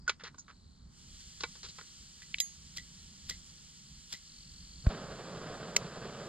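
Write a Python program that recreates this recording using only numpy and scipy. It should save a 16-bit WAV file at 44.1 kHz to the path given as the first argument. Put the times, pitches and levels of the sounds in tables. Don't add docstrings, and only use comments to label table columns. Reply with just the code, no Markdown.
import sys
import numpy as np
from scipy import signal
from scipy.fft import rfft, irfft, next_fast_len
from scipy.io import wavfile
from scipy.ndimage import uniform_filter1d

SR = 44100
rng = np.random.default_rng(int(sys.argv[2]) if len(sys.argv) > 2 else 0)


def file_out(sig):
    cols = np.atleast_2d(sig).T
    lim = np.clip(cols, -1, 1)
    pcm = np.round(lim * 32767).astype(np.int16)
    wavfile.write(sys.argv[1], SR, pcm)


N = 276948
TIME = np.arange(N) / SR
BINS = np.fft.rfftfreq(N, 1 / SR)

# pitch_hz, relative_db
FLAME_SPECTRUM = [(40, -13), (90, -9), (160, 2.5), (300, -10), (430, -3), (670, -5.5), (850, -13.5),
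                  (1200, -10), (1600, -12.5), (2200, -22.5), (3200, -20.5), (5000, -23.5), (8000, -59)]
# pitch_hz, relative_db, t60_s (time to fall by 60 dB)
CASE_TONES = [(1934, -15.5, 0.07), (1990, -13.5, 0.076), (2104, -23, 0.16), (3200, 2, 0.013),
              (3500, 4, 0.013), (3940, -4.5, 0.043), (4960, -2, 0.038), (6590, -7.5, 0.3),
              (7280, -1.5, 0.084), (10450, -8.5, 0.2), (13400, -26, 0.2), (14330, -6, 0.055)]


def amp(db):
    return 10 ** (np.asarray(db) / 20)


def unit(x):
    return x / np.sqrt(np.mean(x ** 2) + 1e-20)


def across(points, hz):
    point_hz, value = np.transpose(points)
    return np.interp(np.log(hz + 1), np.log(point_hz + 1), value)


def add(mix, s, sound):
    part = mix[max(round(s * SR), 0):][:len(sound)]
    part += sound[:len(part)]


def noise(points):
    white = rng.standard_normal(N)
    return unit(irfft(rfft(white) * amp(across(points, BINS)), N))


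def drift(hz, length=N):
    step = max(int(SR / hz / 16), 1)
    size = next_fast_len(length // step + 200)
    slowness = 1 / (1 + (np.fft.rfftfreq(size, step / SR) / hz) ** 4)
    slow = irfft(rfft(rng.standard_normal(size)) * slowness, size)
    return np.interp(np.arange(length) / step, np.arange(size), unit(slow))


def focus(hz, centre_hz, fall_db, octaves=2):
    distance = abs(np.log2((hz + 1) / centre_hz))
    return -fall_db * np.minimum(distance, octaves)


def colour(x, points, centre_hz=2000, fall_db=0, size=2048):
    hz = abs(np.fft.fftfreq(size, 1 / SR))
    log_gain = np.log(amp(across(points, hz) + focus(hz, centre_hz, fall_db)))
    taps = np.fft.ifft(np.exp(signal.hilbert(log_gain).conj())).real
    return signal.fftconvolve(x, taps / np.linalg.norm(taps))[:len(x)]


def grit(envelope):
    return envelope * np.sign(rng.standard_normal(len(envelope)))


def grains(size_db, length):
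    slow = uniform_filter1d(rng.standard_normal(length), size=70)
    return unit(amp(size_db * unit(slow)))


def ring(tones, t, centre_hz, fall_db):
    hz, db, t60 = np.transpose(tones)[:, :, None]
    height = amp(db + focus(hz, centre_hz, fall_db, octaves=10))
    start_phase = rng.random(hz.shape)
    waves = height * amp(-60 * t / t60) * np.sin(2 * np.pi * (hz * t + start_phase))
    onset = 1 - np.exp(-t / 0.00027)
    return waves.sum(0) * np.sqrt(2 / np.sum(height ** 2)) * onset


def click(t, db, t60, centre_hz, fall_db, crack_db=3, tail_db=-36, tail_t60=0.061):
    snap_spectrum = [(200, -28.5), (600, -3), (950, -17), (1400, -12.5), (2100, -2.5), (2700, -2),
                     (3300, -6.5), (5800, 2), (7400, 1), (8600, -23), (10300, -14), (14000, -15),
                     (16000, -47)]
    fading = amp(-60 * t / t60) + amp(tail_db - 60 * t / tail_t60)
    chatter = fading * (1 - np.exp(-t / 0.000067))
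    crack = amp(crack_db) * (t == 0)
    return amp(db) * colour(grit(chatter) + crack, snap_spectrum, centre_hz, fall_db)


def ports(x):
    phase_curve = [(60, -0.08), (400, -0.06), (1100, -0.28), (2400, -0.76), (4000, -0.99), (4700, -1.51),
                   (5600, -2.66), (6300, -3.67), (7000, -4.01), (7750, -5.61), (8300, -6.35), (9000, -6.36),
                   (9700, -7.13), (10200, -9.18), (12000, -9.79), (14000, -12.11)]
    balance_curve = [(60, 0.1), (400, -1.5), (1100, -3.0), (2400, -1.8), (4000, 0.7), (4700, 4.0),
                     (5600, 3.4), (6300, -1.9), (7000, -10.5), (7750, -12.9), (8300, -1.3), (9000, 1.8),
                     (9700, 8.8), (11500, 1.5), (14000, 0.3)]
    half = np.exp(.5j * across(phase_curve, BINS)) * amp(across(balance_curve, BINS) / 2)
    return irfft(rfft(x) * np.array([half, 1 / half]), N)


def scatter(x, level_db=-21, t60=0.068):
    t = np.arange(SR // 8) / SR
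    taps = rng.standard_normal((2, len(t))) * amp(-60 * t / t60) * (t > .002)
    taps = taps / np.linalg.norm(taps[0])
    return amp(level_db) * signal.fftconvolve(x[None], taps, axes=1)[:, :N]


def outdoors(level_db=-58.5, swell_db=0.9, lumps_db=6.0, lean_db=-2.0):
    air_spectrum = [(15, -8.5), (35, 2.5), (70, 5.5), (110, -5), (160, 2.5), (230, -5.5), (330, -16.5),
                    (600, -24.5), (1300, -23.5), (2800, -40), (8000, -32.5), (12000, -67)]
    # pitch_hz, side_minus_mid_db
    width_curve = [(60, -22.5), (180, -9.5), (350, -3), (700, 1.5), (1500, -1.5), (4000, -6.5),
                   (10000, 2.5)]
    air = noise(air_spectrum)
    low = signal.sosfilt(signal.butter(1, 200, fs=SR, output="sos"), air)
    lumps = unit(amp(lumps_db * np.tanh(drift(4.7))))
    mid = air + low * (lumps - 1)
    width = amp(across(width_curve, BINS))
    side = width * rfft(noise(air_spectrum)) * np.array([[1], [-1]])
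    pair = irfft((rfft(mid) + side) / np.hypot(1, width), N)
    lean = lean_db * np.array([[.5], [-.5]])
    return amp(level_db + swell_db * drift(1.3) + lean) * pair


def cricket(sharpness=1.6, unsteady=.008):
    # start_s, length_s, level_db, pitch_hz, fuzz_turns (of phase)
    trills = [(-.165, 0.27, -69, 4680, .17), (-.132, 0.35, -73.5, 4950, .17), (0.282, 0.61, -73, 4080, .15),
              (0.425, 0.53, -74.5, 4430, 0.18), (3.721, .42, -70, 4400, .14),
              (4.178, 0.81, -60, 4460, 0.15)]
    strokes_per_s, sag_hz = 45.5, 180
    rise_s, fade_s = .12, .08
    out = np.zeros(N)
    for start, length, db, hz, fuzz in trills:
        t = np.arange(SR) / SR + max(-start, 0)
        wing = t * strokes_per_s + unsteady * drift(8, len(t))
        sag = sag_hz * (wing % 1 - .5)
        turns = np.cumsum(hz - sag) / SR + fuzz * drift(420, len(t))
        tone = np.sin(2 * np.pi * turns)
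        swell = np.clip(np.minimum(t / rise_s, (length - t) / fade_s), 0, 1)
        puffs = np.exp(-sharpness * np.cos(2 * np.pi * wing))
        add(out, start, amp(db) * swell * unit(puffs * tone))
    return out


def table(grain_db=2.5, rattle_db=-22):
    # pitch_hz, relative_db, t60_s
    table_tones = [(240, -15, 0.029), (476, -8.5, 0.055), (904, -8.5, 0.044), (1050, -4.5, 0.048),
                   (1440, -2, 0.054), (1500, -6, 0.052), (2020, -11, 0.08), (2286, -3, 0.054),
                   (2610, 0, 0.018), (3450, -16, 0.026), (3900, -2.5, 0.03), (4600, -30, 0.036),
                   (5900, -20, 0.031)]
    # pitch_hz, relative_db
    clatter_spectrum = [(100, -38.5), (400, 6.5), (700, -2.5), (1300, 5), (2500, -4.5), (4300, 4),
                        (6800, 0.5), (8200, -21.5), (12000, -21.5), (15000, -38.5)]
    # start_s, contact_db, contact_t60_s, contact_hz, ring_db, ring_hz, ring_fall_db_per_octave
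    knocks = [(.078, -32.5, 0.05, 7200, -23.5, 1500, 37), (.094, -19.5, 0.029, 2380, -27.5, 2200, 4),
              (0.236, -37.5, 0.034, 3530, -49.5, 477, 17), (0.344, -51.5, 0.027, 900, -57, 1250, 15),
              (0.382, -55, 0.023, 7000, -55.5, 1200, 20), (1.406, -29.5, 0.021, 3960, -60, 3960, 12),
              (1.434, -29.5, 0.025, 3450, -41, 3500, -4.5), (1.438, -29, 0.023, 1090, -26.5, 1190, -3.5),
              (1.63, -39, .04, 4640, -67, 500, 6), (1.785, -43, 0.066, 1340, -46, 1000, 8),
              (1.811, -37.5, .016, 2010, -59, 1500, -6)]
    # start_s, length_s, level_db, centre_hz, fall_db_per_octave
    scrapes = [(.063, 0.011, -60.5, 1500, 12), (.195, 0.025, -53, 1730, 10), (0.241, 0.035, -46.5, 1890, 8),
               (.381, 0.018, -49, 6600, 28), (.479, 0.031, -55, 1500, 9), (1.401, 0.044, -50.5, 3500, 5),
               (1.549, 0.0075, -53, 1010, 0.5), (1.639, 0.024, -47.5, 3500, 5.5),
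               (1.684, .012, -46.5, 4160, 9)]
    knock_fall_db = 6
    scrape_rise_s, scrape_stop_s = 0.0036, 0.011
    out, t = np.zeros(N), np.arange(SR // 5) / SR
    for s, db, t60, centre_hz, ring_db, *spot in knocks:
        fading = amp(-60 * t / t60) + amp(rattle_db - 60 * t / 0.12)
        rattle = fading * (1 - np.exp(-t / 0.0014))
        contact = amp(db) * colour(grit(rattle), clatter_spectrum, centre_hz, knock_fall_db)
        add(out, s, contact + amp(ring_db) * ring(table_tones, t, *spot))
    for s, length, db, *contact in scrapes:
        fade = np.exp(-np.maximum(t - length, 0) / scrape_stop_s)
        stroke = np.minimum(t / scrape_rise_s, 1) * fade
        catches = grit(stroke * grains(grain_db, len(t)))
        add(out, s, amp(db) * colour(catches, clatter_spectrum, *contact))
    return out


def lid():
    # start_s, contact_db, contact_t60_s, ring_db, centre_hz, fall_db_per_octave
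    clicks = [(2.22, -45, 0.028, -49, 1840, 9), (2.229, -54, 0.018, -48.5, 1880, 15),
              (2.343, -21.5, 0.0083, -43, 2360, 21), (2.384, -35, 0.032, -43, 3200, 14),
              (2.402, -19.5, 0.0051, -60, 13000, 14), (2.4025, -26.5, 0.015, -18.5, 4070, 6.5),
              (5.763, -21, 0.0056, -50, 3600, 4), (5.7649, -9, 0.0096, -61, 1800, 6.5),
              (5.7674, -18.5, 0.012, -48, 6000, 2)]
    out, t = np.zeros(N), np.arange(SR // 2) / SR
    for s, db, t60, ring_db, *contact in clicks:
        ringing = amp(ring_db) * ring(CASE_TONES, t, *contact)
        add(out, s, click(t, db, t60, *contact) + ringing)
    return out


def flint(stop_s=0.0022, rasp_db=-17, rasp_s=0.023, teeth_db=2.5, thumb_db=-17.5, thumb_s=0.0024):
    # peak_s, level_db, run_up_s
    strokes = [(2.774, -34.5, 0.0057), (3.2998, -28.5, 0.0041), (4.129, -29, 0.0024)]
    # delay_after_peak_s, contact_db, ring_db
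    jolts = [(.008, -39.5, -37.5), (.022, -51, -44.5)]
    # pitch_hz, relative_db
    flint_spectrum = [(150, -6), (700, -21), (1300, -11.5), (2500, -7), (3600, 1.5), (5300, 2.5),
                      (7300, -6.5), (9500, -19.5), (12000, -11), (15000, -30)]
    thumb_spectrum = [(60, 0.0), (450, -6), (900, -16), (3000, -42)]  # pitch_hz, relative_db
    out, t = np.zeros(N), np.arange(SR // 4) / SR
    lead = .1
    for s, db, run_up in strokes:
        after = t - lead
        speed = np.exp(-abs(after) / np.where(after < 0, run_up, stop_s))
        rasp = amp(rasp_db) * np.exp(-abs(after - .008) / rasp_s)
        teeth = grit(np.hypot(speed, rasp) * grains(teeth_db, len(t)))
        add(out, s - lead, amp(db) * colour(teeth, flint_spectrum))
        landing = grit(np.exp(-abs(after - .01) / thumb_s))
        add(out, s - lead, amp(db + thumb_db) * colour(landing, thumb_spectrum))
        for delay, contact_db, ring_db in jolts:
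            tick = click(t, contact_db, t60=.02, centre_hz=3900, fall_db=8)
            ringing = amp(ring_db) * ring(CASE_TONES, t, centre_hz=2060, fall_db=19.5)
            add(out, s + delay, tick + ringing)
    return out


def jet(waver_db=0.52):
    # pitch_hz, relative_db
    jet_spectrum = [(700, -27.5), (1500, -12.5), (2600, -10.5), (3100, -1), (3850, -4.5), (4400, 1.5),
                    (5600, 0), (6200, -1.5), (7000, -1), (8300, -9.5), (9500, -16), (11300, -23.5),
                    (14000, -28), (15000, -70)]
    # pitch_hz, relative_db
    spread_curve = [(300, 8.5), (2000, -5.5), (4500, -12), (6000, -12.5), (7500, -22), (9500, -4.5),
                    (14000, -1)]
    # time_s, level_db
    flow_curve = [(0, -82), (.45, -75), (.88, -74), (.98, -60.5), (1.2, -55), (2.5, -57), (6.28, -58)]
    pair = rfft([noise(jet_spectrum), noise(jet_spectrum)])
    around = irfft(pair * amp(across(spread_curve, BINS)), N)
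    flow_s, flow_db = np.transpose(flow_curve)
    level_db = np.interp(TIME, flow_s, flow_db) + waver_db * drift(16)
    return (ports(noise(jet_spectrum)) + around) * amp(level_db)


def ignition(s=4.8685, swell_s=0.0012, push_db=-8, leak_hz=42, puff_db=-36, puff_s=0.0033,
             flutter_db=-41, flutter_hz=130):
    out, u = np.zeros(N), np.arange(SR // 5) / SR / swell_s
    push = (u / 3) ** 3 * np.exp(3 - u)
    thump = signal.lfilter(*signal.butter(2, leak_hz, "high", fs=SR), push)
    add(out, s, -amp(push_db) * thump)
    puff_shape = np.exp(-((TIME - s + 0.0009) / puff_s) ** 2)
    puff = colour(grit(puff_shape), FLAME_SPECTRUM, 1700, 5.9)
    flutter_shape = np.exp(-((TIME - s + .015) / .013) ** 2)
    flutter = flutter_shape * np.sin(2 * np.pi * flutter_hz * TIME)
    return out + amp(puff_db) * puff + amp(flutter_db) * flutter


def flame(flicker_db=1.0, flutter_db=1.15, kindle_db=-11, kindle_s=0.048):
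    catch_s, rise_s, burn_db = 4.885, 0.02, -45
    flare_db, flare_s = 5.5, 0.038
    t = TIME - catch_s
    kindling = amp(kindle_db) * np.clip(1 + t / kindle_s, 0, 1) ** .5
    alight = np.maximum(np.clip(t / rise_s, 0, 1), kindling)
    flare = flare_db * np.exp(-np.maximum(t - rise_s, 0) / flare_s)
    level_db = burn_db + flare + flicker_db * drift(23) + flutter_db * drift(130)
    return noise(FLAME_SPECTRUM) * alight * amp(level_db)


def scene():
    near = flame() + table() + lid() + flint()
    direct = ports(near + ignition() + cricket())
    return direct + scatter(near) + jet() + outdoors()


def record(dry):
    edge_hz = 15400
    taps = signal.firwin(511, edge_hz, window=("kaiser", 9), fs=SR)
    return signal.oaconvolve(dry, taps[None], "same")


dry = scene()
out = record(dry)
file_out(out)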